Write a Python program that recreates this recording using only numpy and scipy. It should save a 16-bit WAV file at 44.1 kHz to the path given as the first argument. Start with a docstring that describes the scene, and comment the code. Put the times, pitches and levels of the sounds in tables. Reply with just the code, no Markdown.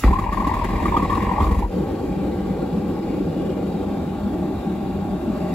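"""A thump as a gas forge burner catches, heard from two microphone ports a little apart in a sheet-metal shed.
The flame flutters in the burner pipe first: gliding tones hoot in quick puffs over a heavy noise rumble.
Then it jumps into the firebox: noise shaped by the box modes and a wavering boom make a steady roar.
Hissing noise of flame and jet lies behind; wall resonances and sparse reflections place it all in the shed."""
import sys
import numpy as np
from scipy import signal
from scipy.fft import rfft, irfft
from scipy.io import wavfile
from scipy.ndimage import uniform_filter1d

SR = 44100
rng = np.random.default_rng(int(sys.argv[2]) if len(sys.argv) > 2 else 0)


def waveform_to_disk(signal):
    """Save audio, clipped to [-1, 1], as 16-bit WAV at the path in sys.argv[1]."""
    frames = np.transpose(np.atleast_2d(signal))
    scaled = np.clip(frames, -1, 1) * 32767
    samples = np.round(scaled).astype(np.int16)
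    wavfile.write(sys.argv[1], SR, samples)


N = 244314
T = np.arange(N) / SR
HZ = np.fft.rfftfreq(N, 1 / SR)
CATCH_S = 0.0373  # the gas catches
SETTLED = np.clip((T - 1.68) / 0.027, 0, 1)  # 0 while the flame is in the pipe, 1 in the firebox

# modes of the firebox: (frequency [Hz], width [Hz], height above the slope [dB])
FIREBOX = [(191.4, 32, 8.5), (309, 53, 5.5), (396, 29, 0.5), (1010, 24, 3), (1122, 80, 10.5)]
# slope of the roar: (frequency [Hz], relative density [dB per Hz])
ROAR = [(90, -6.5), (125, -7.5), (200, -1), (400, -5), (500, -18), (700, -14), (1000, -26.5), (1500, -30),
        (2500, -52), (5000, -49)]
# colour of the flame hiss: (frequency [Hz], relative density [dB per Hz])
HISS = [(600, 9), (1500, -1), (2500, 2.5), (3000, 1.5), (3700, -4), (4500, -3.5), (5200, -6.5), (6200, -17),
        (8000, -6), (12000, -91)]
# colour of the gas jet: (frequency [Hz], relative density [dB per Hz])
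JET = [(3000, -39), (5500, -0.5), (7200, 1), (9000, -13.5), (11000, 4), (13500, -13), (16000, 1.5)]


def gain_of(db):
    """Decibels to gain."""
    return 10 ** (np.asarray(db) / 20)


def evened(x):
    """Scales to rms 1."""
    return x / np.sqrt(np.mean(x ** 2) + 1e-20)


def read(points, hz):
    """Reads a table on a log-frequency axis."""
    f, value = np.transpose(points)
    return np.interp(np.log(hz + 1), np.log(f + 1), value)


def columns(rows):
    """Turns the columns of a timed table into control curves, sample by sample."""
    s, *cols = np.transpose(rows)
    return [np.interp(T, s, c) for c in cols]


def bumps(modes):
    """Sum of bell-shaped peaks in dB; each has half its dB at the edges of its width."""
    return sum(db / (1 + (2 * (HZ - hz) / width) ** 2) for hz, width, db in modes)


def band(hz, width_hz):
    """Shape in dB of a steep resonance, 6 dB down at the edges of its width."""
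    return -20 * np.log10(1 + (2 * (HZ - hz) / width_hz) ** 2)


def coloured(shape_db):
    """Two unrelated noises of one colour, at rms 1."""
    a, b = rng.standard_normal((2, 2, len(HZ)))
    return evened(irfft((a + 1j * b) * gain_of(shape_db), N))


def flicker(lo_hz, hi_hz, depth_db):
    """Random loudness of turbulent burning, power kept at 1."""
    spectrum = rfft(rng.standard_normal(N)) * (HZ > lo_hz)
    slow = evened(irfft(spectrum / np.sqrt((HZ + 1) * (1 + (HZ / hi_hz) ** 4)), N))
    return evened(gain_of(depth_db * slow))


def steadied(x, share):
    """Evens out the swells of a low noise, so that it throbs like an oscillation."""
    swell = np.sqrt(uniform_filter1d(x ** 2, round(0.054 * SR)))
    return evened(x / (swell + 0.063) ** share)


def patchy(x, depth_db):
    """Eddies colour a noise in patches that drift in time and pitch."""
    z = signal.stft(x, nperseg=1024)[2]
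    patches = uniform_filter1d(rng.standard_normal(z.shape[1:]), size=5, axis=0)
    patches = uniform_filter1d(patches, size=12, axis=1)
    return evened(signal.istft(z * gain_of(depth_db * evened(patches)), nperseg=1024)[1][:, :N])


def resonate(x, hz, width_hz):
    """A resonance of gain 1 at its peak."""
    return signal.lfilter(*signal.iirpeak(hz, hz / width_hz, SR), x)


def add(mix, s, sound):
    """Mixes a sound in at a time."""
    part = mix[..., round(s * SR):][..., :sound.shape[-1]]
    part += sound[..., :part.shape[-1]]


def random_phases(count):
    """One random phase per event and row."""
    return rng.uniform(0, 2 * np.pi, (count, 2, 1))


def burst(db, hz, length, glide, phase, rise=0.28):
    """A short rounded tone that glides to its pitch and peaks at the share rise of its length."""
    length = max(length, .003)
    u = np.arange(round(length * SR)) / (length * SR)
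    shape = np.sin(np.pi * u ** (np.log(.5) / np.log(rise))) ** 2
    pitch = hz * (1 - glide * np.exp(-u / 0.16))
    return gain_of(db) * shape * np.sin(2 * np.pi * np.cumsum(pitch) / SR + phase)


def firebox_roar(roar_db, shake):
    """Broad combustion noise through the firebox modes; once settled, a boom and a body join it."""
    # uneven random swells of the steady roar, the boom's pitch wavering slightly:
    # (time [s], boom level [dB], body level [dB], boom pitch [Hz])
    roar_swells = [(1.68, -47, -44, 194.7), (1.72, -27.5, -41, 194), (1.81, -24, -26, 181.5),
                   (1.87, -34, -38, 180), (1.93, -29, -25.5, 183.6), (1.99, -43, -37, 190),
                   (2.01, -36, -53, 194.5), (2.04, -42, -25, 200.7), (2.12, -22, -30, 185.9),
                   (2.14, -42, -38, 187.7), (2.17, -17.5, -32.5, 186.7), (2.27, -37, -25.5, 187.3),
                   (2.31, -24, -31, 190.2), (2.33, -30.5, -31, 192.7), (2.51, -20.5, -31.5, 190.8),
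                   (2.56, -47, -38, 179.5), (2.6, -24, -29, 179.1), (2.71, -46, -31.5, 184.6),
                   (2.73, -22.5, -31.5, 182.4), (2.85, -26, -29, 205.7), (2.93, -29.5, -31, 185),
                   (3.14, -31, -27.5, 194.5), (3.22, -29, -24, 182), (3.3, -19.5, -30.5, 184.6),
                   (3.33, -30, -46, 182), (3.37, -23, -26, 180.8), (3.43, -26, -26.5, 186.9),
                   (3.46, -22, -45, 190.3), (3.5, -28, -21, 190.3), (3.53, -31, -31.5, 203.8),
                   (3.7, -25, -30, 189.7), (3.72, -51, -63, 192.7), (3.74, -19, -31, 192.1),
                   (3.78, -31, -28.5, 184.3), (3.95, -29.5, -30.5, 199), (3.98, -29.5, -33, 182.5),
                   (4.14, -26.5, -55, 192.2), (4.16, -43, -28, 198.6), (4.26, -20.5, -42, 210.7),
                   (4.32, -43, -28.5, 200.1), (4.36, -29, -29, 188.5), (4.44, -22, -27, 182.5),
                   (4.51, -30, -27.5, 205.1), (4.61, -28.5, -47, 196.5), (4.64, -40, -30, 196.2),
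                   (4.68, -21.5, -30.5, 195.3), (4.78, -32, -28, 196.7), (4.81, -25, -55, 197.6),
                   (4.83, -28.5, -27.5, 191.5), (5.02, -26, -40, 185.3), (5.16, -24, -34, 188.6),
                   (5.18, -36, -46, 192.4), (5.24, -31, -28, 202.8), (5.29, -19.5, -29, 199.7),
                   (5.33, -29, -31.5, 184.2), (5.54, -25.5, -35, 178.7)]
    # colour of the body: (frequency [Hz], relative density [dB per Hz])
    body_colour = [(180, -19), (240, 3), (300, 12.5), (340, 7.5), (400, 7.5), (440, -38), (560, -53)]
    early = coloured(read(ROAR, HZ) + bumps(FIREBOX))
    around = FIREBOX[3:] + [(287, 110, -0.9)]  # what lies around the boom and body
    late = gain_of(-6) * coloured(read(ROAR, HZ) + bumps(around))
    roar = gain_of(roar_db) * ((1 - SETTLED) * early + SETTLED * late)
    boom_db, body_db, boom_hz = columns(roar_swells)
    roar += SETTLED * gain_of(boom_db) * boom(boom_hz, share=0.5)
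    roar += SETTLED * gain_of(body_db) * steadied(coloured(read(body_colour, HZ)), share=0.55)
    roar += firebox_tones()
    return roar * shake * flicker(lo_hz=9.3, hi_hz=88, depth_db=0.5)


def boom(hz, share):
    """The lowest firebox tone: a narrow noise band around a slightly wavering pitch."""
    width_hz = 40
    z = coloured(band(0, width_hz)) + 1j * coloured(band(0, width_hz))
    z = z / (abs(z[:1]) + 0.9) ** share  # its swells are partly evened out
    return evened((z * np.exp(2j * np.pi * np.cumsum(hz) / SR)).real)


def firebox_tones():
    """Three narrow noise bands that trade strength as the flame changes length."""
    # strength of the tones: (time [s], low level [dB], middle level [dB], high level [dB])
    tone_levels = [(0.0, -54, -66, -69), (0.04, -29, -51, -29), (0.17, -45, -44, -38.5),
                   (0.57, -41.5, -38, -37), (1.02, -31, -45, -35.5), (1.29, -36.5, -46, -33),
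                   (1.4, -34.5, -30.5, -33), (1.57, -33.5, -55, -38.5), (1.64, -36, -47, -34),
                   (1.68, -44, -61, -48), (1.73, -28, -54, -38.5), (1.95, -31.5, -45, -38.5),
                   (2.5, -31.5, -56, -38.5), (2.95, -33, -50, -38.5), (3.39, -31, -41, -41.5),
                   (3.75, -32, -40, -37), (4.12, -43.5, -39.5, -40), (4.7, -42, -40.5, -37.5),
                   (5.38, -70, -36, -40), (5.54, -54, -31.5, -32.5)]
    # place of the tones, low to high: (frequency [Hz], width [Hz])
    tone_modes = [(470, 134), (615, 104), (800, 110)]
    tones = np.zeros((2, N))
    for db, (hz, width) in zip(columns(tone_levels), tone_modes):
        tones += (T > CATCH_S) * gain_of(db) * coloured(band(hz, width))
    return tones


def hoot(db, hz, length, glide, phase):
    """One puff: a rounded tone whose pitch slides and levels off, with a faint third harmonic."""
    tail = 1.69  # a puff takes this much longer to fall than to rise
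    t = np.arange(-length / 2, tail * length / 2, 1 / SR)
    pitch = hz + 500 * glide * length * np.tanh(2 * t / length)
    angle = 2 * np.pi * np.cumsum(pitch) / SR + phase
    shape = abs(np.cos(np.pi * t / length / np.where(t > 0, tail, 1))) ** 1.12
    return gain_of(db) * shape * (np.sin(angle) + gain_of(-37.5) * np.sin(3 * angle))


def puffs():
    """The hoots of the puffs, and the strength curves by which they drive howl, hiss and roar."""
    # each puff of flame in the pipe: (time of its top [s], peak level [dB], pitch at its top [Hz],
    # twice its rise time [s], slide at its top [Hz per ms], spit of hiss [dB], thud [dB])
    puff_rows = [(0.081, -23.5, 990, 0.016, 17, -46.5, -20), (0.109, -31, 936, 0.0132, 16, -52, -23),
                 (0.134, -16.5, 1008, 0.016, 14, -43, -39), (0.161, -19.5, 1053, 0.0203, 4.5, -68, -42),
                 (0.1907, -20.5, 1106, 0.014, 11, -42, -24.5), (0.222, -26.5, 990, 0.019, 10, -53, -32),
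                 (0.243, -23, 1010, 0.011, 0, -52, -25), (0.268, -20.5, 920, 0.013, 6, -74, -36),
                 (0.293, -22.5, 895, 0.0095, 22, -61, -31), (0.328, -23, 1117, 0.022, 7, -39.5, -29),
                 (0.347, -29, 920, 0.0097, -4, -58, -37), (0.376, -17, 1037, 0.0108, 16, -48, -23),
                 (0.404, -20, 1036, 0.016, 14, -47, -21.5), (0.4235, -24, 886, 0.012, 6, -58, -27),
                 (0.448, -22, 1048, 0.014, 12, -52, -24), (0.4737, -19, 1050, 0.016, 10, -38.5, -19.5),
                 (0.497, -19, 873, 0.0099, 18, -73, -40), (0.517, -18, 947, 0.012, 22.3, -71, -26),
                 (0.5416, -17.5, 1007, 0.0097, 31, -41, -26), (0.569, -23, 954, 0.0123, 34, -54, -27),
                 (0.5933, -28.5, 1117, 0.016, 6, -53, -26), (0.6194, -22, 970, 0.016, -4, -65, -36),
                 (0.6445, -24.5, 960, 0.01, -6, -38.5, -18.5), (0.692, -27, 1020, 0.0093, 31, -47, -22.5),
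                 (0.709, -34.5, 966, 0.025, 12, -52, -28.5), (0.737, -38, 1130, 0.015, 24, -55, -22),
                 (0.758, -30, 940, 0.0098, -10, -66, -24), (0.7834, -33, 1060, 0.014, 3, -70, -32),
                 (0.803, -25.5, 914, 0.028, 3, -48, -26), (0.828, -27, 914, 0.01, 21, -50, -25.5),
                 (0.8577, -16.5, 1153, 0.012, 6, -39.5, -19.5), (0.884, -29, 980, 0.0103, 6, -56, -21.5),
                 (0.925, -16.5, 1005, 0.0107, 18, -62, -31), (0.948, -16, 940, 0.018, -5, -66, -42),
                 (0.97, -12.5, 1170, 0.011, 5.8, -40.5, -19), (0.999, -24, 995, 0.0094, -1, -62, -37),
                 (1.0264, -24.5, 1110, 0.023, 5, -46, -18.5), (1.051, -31, 1040, 0.0106, 17, -53, -29),
                 (1.103, -22, 1098, 0.023, 8.5, -43, -20.5), (1.128, -17.5, 1067, 0.022, 11, -45, -27),
                 (1.153, -20, 1068, 0.012, 18, -43, -23), (1.176, -21, 996, 0.0113, 20, -52, -22.5),
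                 (1.208, -30, 1020, 0.0097, -13, -51, -22.5), (1.227, -28, 1063, 0.016, 6, -48, -20.5),
                 (1.2504, -22, 1060, 0.011, 9, -49, -41), (1.27, -21, 987, 0.0109, 27, -55, -24),
                 (1.295, -22.5, 966, 0.019, 4, -62, -30), (1.317, -18, 960, 0.0121, 6, -48, -21),
                 (1.34, -23, 854, 0.0105, -23, -58, -28), (1.364, -26, 1070, 0.012, 15, -63, -39),
                 (1.384, -17, 848, 0.0119, 18, -60, -38), (1.407, -17, 934, 0.0122, 52, -49, -21),
                 (1.424, -36, 1114, 0.0216, 1, -47, -23), (1.444, -25, 1142, 0.01, 6, -46, -37),
                 (1.4706, -26, 1070, 0.011, 1, -59, -18), (1.493, -35, 1090, 0.015, -8, -65, -24),
                 (1.5154, -25.5, 920, 0.0116, 40, -41, -26), (1.5273, -33, 1025, 0.013, -23, -71, -37),
                 (1.549, -30, 986, 0.022, 2, -47, -29), (1.592, -31.5, 1000, 0.012, 9, -43, -24),
                 (1.6265, -22.5, 862, 0.0138, 29, -52, -39), (1.649, -26.5, 966, 0.01, -4, -59, -27.5)]
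    usual_db, throb_share = -19, 0.21  # share of a puff's extra strength in dB that passes to the throb
    lead_s = 0.0053  # throb, spit and thud start this long before the top of a puff
    spit_rise_s, spit_fall_s, linger_s, linger_db = 0.0065, 0.0086, 0.024, -5.5
    whump_s = 0.007  # rise of the thud that a puff gives the roar
    u = np.arange(round(.08 * SR)) / SR
    throb_shape = u / 0.0047 * np.exp(1 - u / 0.0052)
    afterglow = gain_of(linger_db) * np.exp(-u / linger_s)
    spit_shape = (1 - np.exp(-u / spit_rise_s)) * (np.exp(-u / spit_fall_s) + afterglow)
    whump_shape = u / whump_s * np.exp(1 - u / whump_s)
    hoots, throb, spit, whump = np.zeros((2, N)), np.zeros(N), np.zeros(N), np.zeros(N)
    for row, phase in zip(puff_rows, random_phases(len(puff_rows))):
        top, db, hz, length, glide, spit_db, thud_db = row
        add(hoots, top - length / 2, hoot(db, hz, length, glide, phase))
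        s = top - lead_s
        add(throb, s, gain_of(throb_share * (db - usual_db)) * throb_shape)
        add(spit, s, gain_of(spit_db) * spit_shape)
        add(whump, s, gain_of(thud_db) * whump_shape)
    return hoots, throb, spit, whump


def pipe():
    """Puffs of flame hoot in the pipe, ring on in its modes, and throb the howl, hiss and roar."""
    # modes of the pipe: (frequency [Hz], width [Hz], gain before the ring's own level [dB])
    pipe_modes = [(818, 30, 2), (950, 25, 3), (1048, 25, 2), (1126, 35, 1), (1225, 40, 2)]
    ring_db, echo_db = -5.5, -15  # the puffs stir the shed less than the thump does
    wall_s, wall_db = .0135, -13.5  # the nearest wall throws each puff back
    hoots, throb, spit, whump = puffs()
    ring = sum(gain_of(db) * resonate(hoots, hz, width) for hz, width, db in pipe_modes)
    hoots = hoots + snaps_and_thumps()
    thrown_back = np.roll(hoots, round(wall_s * SR), axis=1)
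    tones = hoots + gain_of(wall_db) * thrown_back + gain_of(ring_db) * ring
    tones += gain_of(echo_db) * shed_echo(hoots)
    spit_noise = gain_of(5.5) * coloured(read(HISS, HZ)) + gain_of(0.5) * coloured(read(JET, HZ))
    whumps = whump * coloured(read(ROAR, HZ) + bumps(FIREBOX))
    return tones + pipe_flame(throb) + spit * spit_noise + whumps + rasps()


def pipe_flame(throb):
    """Noise of the flame inside the pipe: howl and overtone swell with the puffs over a deep flutter."""
    # levels: (time [s], howl before the throb [dB], overtone before the throb and a 2.5 dB cut [dB],
    # deep flutter [dB])
    pipe_levels = [(0.03, -35, -32, -39), (0.058, -43, -37, -32), (0.12, -35, -44, -25),
                   (0.24, -27, -39, -28), (0.998, -22.5, -36, -26), (1.342, -24.5, -36, -35),
                   (1.47, -20, -41, -20), (1.606, -29, -38.5, -28), (1.676, -47, -54, -24),
                   (1.72, -41, -54, -34)]
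    # colour of the howl: (frequency [Hz], relative density [dB per Hz])
    howl_colour = [(380, -8), (650, -2), (807, 3), (866, -41), (926, 8), (1120, 12), (1240, -9),
                   (1300, -36), (1500, -52), (1950, -60), (3300, -120)]
    # colour of the overtone: (frequency [Hz], relative density [dB per Hz])
    overtone_colour = [(880, -39), (1500, -37), (1670, 11), (1800, 13.5), (1920, 15.5), (2250, 11.5),
                       (2440, 10), (2920, 3), (3400, -23), (4420, -38), (7480, -120)]
    # colour of the flutter: (frequency [Hz], relative density [dB per Hz])
    flutter_colour = [(15, -35), (25, -12), (34, -21), (42, 19), (52, 2), (70, -10), (120, -74)]
    howl_db, overtone_db, flutter_db = columns(pipe_levels)
    howl = gain_of(howl_db) * coloured(read(howl_colour, HZ)) * (0.16 + 0.48 * throb)
    overtone = gain_of(overtone_db - 2.5) * coloured(read(overtone_colour, HZ)) * (0.41 + 0.36 * throb)
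    flutter = gain_of(flutter_db) * steadied(coloured(read(flutter_colour, HZ)), share=0.48)
    fade_in = np.clip((T - pipe_levels[0][0]) / 0.0076, 0, 1)
    fade_out = np.clip((pipe_levels[-1][0] - T) / 0.026, 0, 1)
    return fade_in * fade_out * (howl + overtone + flutter)


def snaps_and_thumps():
    """Short high tones snap on top of hard puffs; low ones thump as the flame falters in the pipe."""
    # bright snaps: (time [s], peak level [dB], pitch [Hz], length [s], glide [share of pitch])
    snaps = [(0.966, -35.5, 3260, 0.018, 0.05), (0.98, -41, 2050, 0.009, 0.045),
             (1.097, -39, 3280, 0.008, 0.05), (1.152, -43, 4200, 0.012, 0.03),
             (1.22, -45, 3670, 0.016, 0.02), (1.401, -42, 3280, 0.018, 0.07),
             (1.394, -43, 2130, 0.0067, 0.05), (1.438, -46, 3720, 0.015, 0.037),
             (1.439, -51, 4450, 0.01, 0.03)]
    # deep thumps: (time [s], peak level [dB], pitch [Hz], length [s])
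    thumps = [(0.887, -25, 52, 0.06), (1.129, -21, 62, 0.048), (1.21, -22, 58, 0.044),
              (1.272, -23, 62.5, 0.035), (1.412, -16.5, 66, 0.037), (1.454, -16.5, 62, 0.046),
              (1.497, -17.5, 65.5, 0.045), (1.548, -20, 55.4, 0.046), (1.611, -22, 60, 0.055)]
    out = np.zeros((2, N))
    for (s, *row), phase in zip(snaps, random_phases(len(snaps))):
        add(out, s, burst(*row, phase))
    for (s, *row), phase in zip(thumps, random_phases(len(thumps))):
        add(out, s, burst(*row, 0, phase, rise=0.39))
    return out


def rasps():
    """Crackles on the puffs, above the hoot: each is a puff of noise around its own pitch."""
    # crackles: (time [s], level before an 11 dB cut [dB], centre [Hz])
    crackles = [(0.1062, -29, 2050), (0.1277, -35, 2310), (0.1651, -30.5, 1780), (0.1875, -32, 2130),
                (0.219, -43, 1990), (0.2379, -32, 2640), (0.2878, -41, 1750), (0.3257, -27, 1800),
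                (0.3706, -32, 2080), (0.4016, -35, 1820), (0.4489, -36, 2110), (0.4719, -32, 2000),
                (0.4938, -33, 1900), (0.5178, -34, 1990), (0.5387, -31, 1980), (0.5891, -30.5, 2480),
                (0.642, -24, 1920), (0.6874, -33, 1830), (0.7562, -30, 2140), (0.8026, -33, 1990),
                (0.8261, -27.5, 1900), (0.854, -28, 1900), (0.8815, -26, 2140), (0.9703, -30.5, 1920),
                (1.0196, -36, 2160), (1.0416, -31, 2020), (1.0965, -29, 1890), (1.1279, -36, 1840),
                (1.1494, -31, 1810), (1.2007, -27, 1950), (1.2247, -29, 1860), (1.2551, -32, 2000),
                (1.3479, -35, 2030), (1.4182, -34, 1990), (1.5115, -33, 1940), (1.5849, -38, 1790),
                (1.6687, -45, 1670)]
    rise_s, fall_s, width_hz, cut_db = 0.0019, 0.017, 530, -11
    out, u = np.zeros((2, N)), np.arange(round(.05 * SR)) / SR
    shape = (1 - np.exp(-u / rise_s)) * np.exp(-u / fall_s)
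    for s, db, hz in crackles:
        noise = rng.standard_normal((2, len(u)))
        rough = resonate(resonate(noise, hz, width_hz), hz, width_hz)
        add(out, s, gain_of(db + cut_db) * shape / shape.max() * evened(rough))
    return out


def ignition():
    """A crack, a knock and a deep thump as the gas in the box catches, with their echo in the shed."""
    # tones of the catch: (time [s], peak level [dB], pitch [Hz], length [s], glide [share of pitch])
    catch_tones = [(0.0373, -13.5, 1170, 0.0057, -0.1), (0.0366, -23, 1980, 0.0064, 0.04),
                   (.035, -21.5, 770, 0.0055, 0.7), (0.0405, -6, 261, 0.0091, -0.05),
                   (0.046, -23, 315, 0.013, 0.1), (0.093, -13, 140, 0.014, 0.05),
                   (0.041, -6, 48, 0.046, -0.3), (0.093, -18, 57, 0.04, -0.2)]
    out = np.zeros((2, N))
    for s, *row in catch_tones:
        add(out, s, burst(*row, np.array([[np.pi], [1.0]])))
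    # colour of the crack: (frequency [Hz], relative density [dB per Hz])
    crack_colour = [(500, -26), (1500, -1), (2500, 8), (2900, -9), (6000, -22), (16000, -22)]
    after = np.maximum(T - CATCH_S, 0)
    crack = gain_of(-30.0) * (after > 0) * np.exp(-after / 0.01) * coloured(read(crack_colour, HZ))
    return out + crack + gain_of(-5.5) * shed_echo(out + crack)


def flame():
    """Rumble, roar, flame hiss and jet hiss follow their levels; one turbulence shakes all but the rumble."""
    # levels: (time [s], rumble [dB], roar [dB], flame hiss [dB], jet hiss [dB])
    flame_levels = [(0, -27, -52, -39, -38), (.034, -44, -35, -39, -38.5), (.041, -25, -16, -31.5, -39),
                    (.06, -19, -32, -35.5, -41), (.12, -26.5, -24.5, -44.5, -74), (.3, -28, -46, -48, -72),
                    (.325, -27.5, -26, -44, -60), (.6, -27, -38, -41.5, -60), (.9, -25.5, -23.5, -42, -56),
                    (1.19, -27, -31.5, -41.5, -61), (1.37, -25, -33, -43.5, -70),
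                    (1.43, -26, -28, -38, -56), (1.51, -19, -36, -48, -67), (1.57, -24, -29.5, -50, -68),
                    (1.63, -26, -29.5, -48, -69), (1.66, -36, -32, -56, -60), (1.69, -50, -32, -51, -55),
                    (1.73, -30, -21, -45.5, -60), (2.2, -32, -22, -46, -70),
                    (3.0, -35.5, -21.5, -46.5, -65), (3.4, -33.5, -22.5, -45.5, -65),
                    (4.3, -35.5, -21, -47, -67), (5.14, -35, -21.5, -48, -73), (5.54, -36, -19, -43.5, -59)]
    rumble_db, roar_db, hiss_db, jet_db = columns(flame_levels)
    shake = flicker(lo_hz=1.5, hi_hz=34, depth_db=0.5)
    burning = firebox_roar(roar_db, shake) + flame_rumble(rumble_db)
    return burning + flame_hiss(hiss_db, shake) + jet_hiss(jet_db, shake)


def flame_rumble(rumble_db):
    """Heavy low noise with partly evened swells and a slow flicker of its own."""
    # colour of the rumble: (frequency [Hz], relative density [dB per Hz])
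    rumble_colour = [(15, -37), (22, 1), (30, 7), (40, -15), (54, -3.5), (93, 1), (124, -5), (160, -18.5),
                     (250, -53)]
    rumble = steadied(coloured(read(rumble_colour, HZ)), share=0.37)
    return gain_of(rumble_db) * rumble * flicker(lo_hz=3, hi_hz=10.0, depth_db=2.0)


def flame_hiss(hiss_db, shake):
    """Patchy turbulent hiss; once settled, two brighter noise bands join it, their levels wandering by chance."""
    # chance wander of the bright bands:
    # (time [s], lower level before its trim [dB], upper level before its trim [dB])
    bright_levels = [(1.72, -65, -64), (2.1, -57, -66), (2.6, -57, -64), (3.1, -58, -59), (3.6, -63, -63),
                     (4.1, -60, -57), (4.35, -64, -63), (4.6, -58, -53), (4.9, -64, -61), (5.15, -59, -56),
                     (5.4, -57, -58), (5.54, -55, -59)]
    # place of the bands, lower then upper: (frequency [Hz], width [Hz], trim [dB])
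    bright_bands = [(2430, 1000, -7), (3680, 620, -4)]
    hiss = gain_of(hiss_db) * patchy(coloured(read(HISS, HZ)), depth_db=2.5)
    hiss *= shake ** 0.46 * flicker(lo_hz=11.0, hi_hz=30, depth_db=.7)
    for level_db, (hz, width, trim_db) in zip(columns(bright_levels), bright_bands):
        hiss += SETTLED * gain_of(level_db + trim_db) * coloured(band(hz, width))
    return hiss


def jet_hiss(jet_db, shake):
    """High noise of the gas jet, flickering with the turbulence."""
    jet = gain_of(jet_db) * coloured(read(JET, HZ))
    return jet * shake ** 0.41 * flicker(lo_hz=3.5, hi_hz=70, depth_db=2.5)


def shed_echo(x):
    """Short ring of the shed: sparse reflections of random sign that die away fast."""
    t60_s, length = .2, 8000
    signs = rng.choice([-1., 1.], (2, length)) * (rng.random((2, length)) < .05)
    taps = signs * gain_of(-60 * T[:length] / t60_s)
    taps[:, :250] = 0  # no reflection arrives earlier
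    taps /= np.linalg.norm(taps, axis=1, keepdims=True)
    return signal.fftconvolve(x, taps, axes=1)[:, :N]


def at_ports(shared, scattered):
    """Spectra at two ports: likeness, balance and lead between them vary with frequency."""
    # likeness of the ports: (frequency [Hz], likeness [0-1])
    likeness = [(60, .99), (150, 1), (350, .97), (420, .75), (500, .7), (640, .6), (820, .95), (980, .6),
                (1130, .85), (1500, .9), (1850, .68), (2350, .68), (3500, .4), (4300, .6), (6200, .35),
                (7200, .88), (14000, .82)]
    # balance of the ports: (frequency [Hz], left minus right [dB])
    balance = [(60, 1), (110, -1.5), (200, 1), (380, 1), (700, 0), (1290, 3), (2380, 3), (4400, 0.5),
               (8120, -0.5), (15000, 0.5)]
    # lead of the left port: (frequency [Hz], phase [rad])
    left_lead = [(60, 0), (150, -0.05), (300, -0.3), (400, 0.6), (516, 0.6), (620, 0.3), (1200, 0.3),
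                 (1550, 1.1), (1900, 1.0), (2500, 0.2), (4500, 0.84), (5700, 5.5), (7200, -1.23)]
    lag_s = 0.00018  # above the last row the lead falls as a plain delay
    alike = np.clip(read(likeness, HZ), 0, 1)
    lead = read(left_lead, HZ) - 2 * np.pi * lag_s * np.maximum(HZ - left_lead[-1][0], 0)
    common, opposed = np.sqrt((1 + alike) / 2) * shared, np.sqrt((1 - alike) / 2) * scattered
    tilt = gain_of(read(balance, HZ) / 2) * np.exp(.5j * lead)
    return np.array([(common + opposed) * tilt, (common - opposed) / tilt])


def scene():
    """Row 0 of the sources reaches both ports; row 1 is the scattered part that differs between them."""
    # peaks and dips that the shed walls give every sound: (frequency [Hz], width [Hz], height [dB])
    shed_modes = [(60, 15, 3), (122, 14, -8), (440, 30, -5), (690, 40, -7), (1335, 25, -4), (1392, 40, 6),
                  (1450, 30, -3), (1590, 50, 6), (1765, 35, 4), (1860, 30, 6), (1915, 25, 3),
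                  (1985, 30, 5.5), (2110, 35, 3.5), (2160, 40, -5), (2250, 55, 4), (2360, 40, 4.5),
                  (2460, 45, 4), (2580, 40, -4), (2730, 60, 2.5), (2840, 70, 3), (2980, 110, -6),
                  (3290, 50, 2.5), (3540, 90, 4.5), (3720, 50, 3), (3870, 90, 5.5), (4000, 50, 3),
                  (4100, 80, -2), (4760, 110, 4), (5130, 30, 4)]
    shared, scattered = rfft(flame() + pipe() + ignition()) * gain_of(bumps(shed_modes))
    return irfft(at_ports(shared, scattered), N)


def record(dry):
    """Bass roll-off of the microphone, then the band limit of the recorder."""
    bass_cut_hz, edge_hz = 42.2, 15800
    thin = signal.sosfilt(signal.butter(4, bass_cut_hz, "high", fs=SR, output="sos"), dry)
    band_limit = signal.firwin(511, edge_hz, window=("kaiser", 9), fs=SR)
    return signal.oaconvolve(thin, band_limit[None], "same")


dry = scene()
out = record(dry)
waveform_to_disk(out)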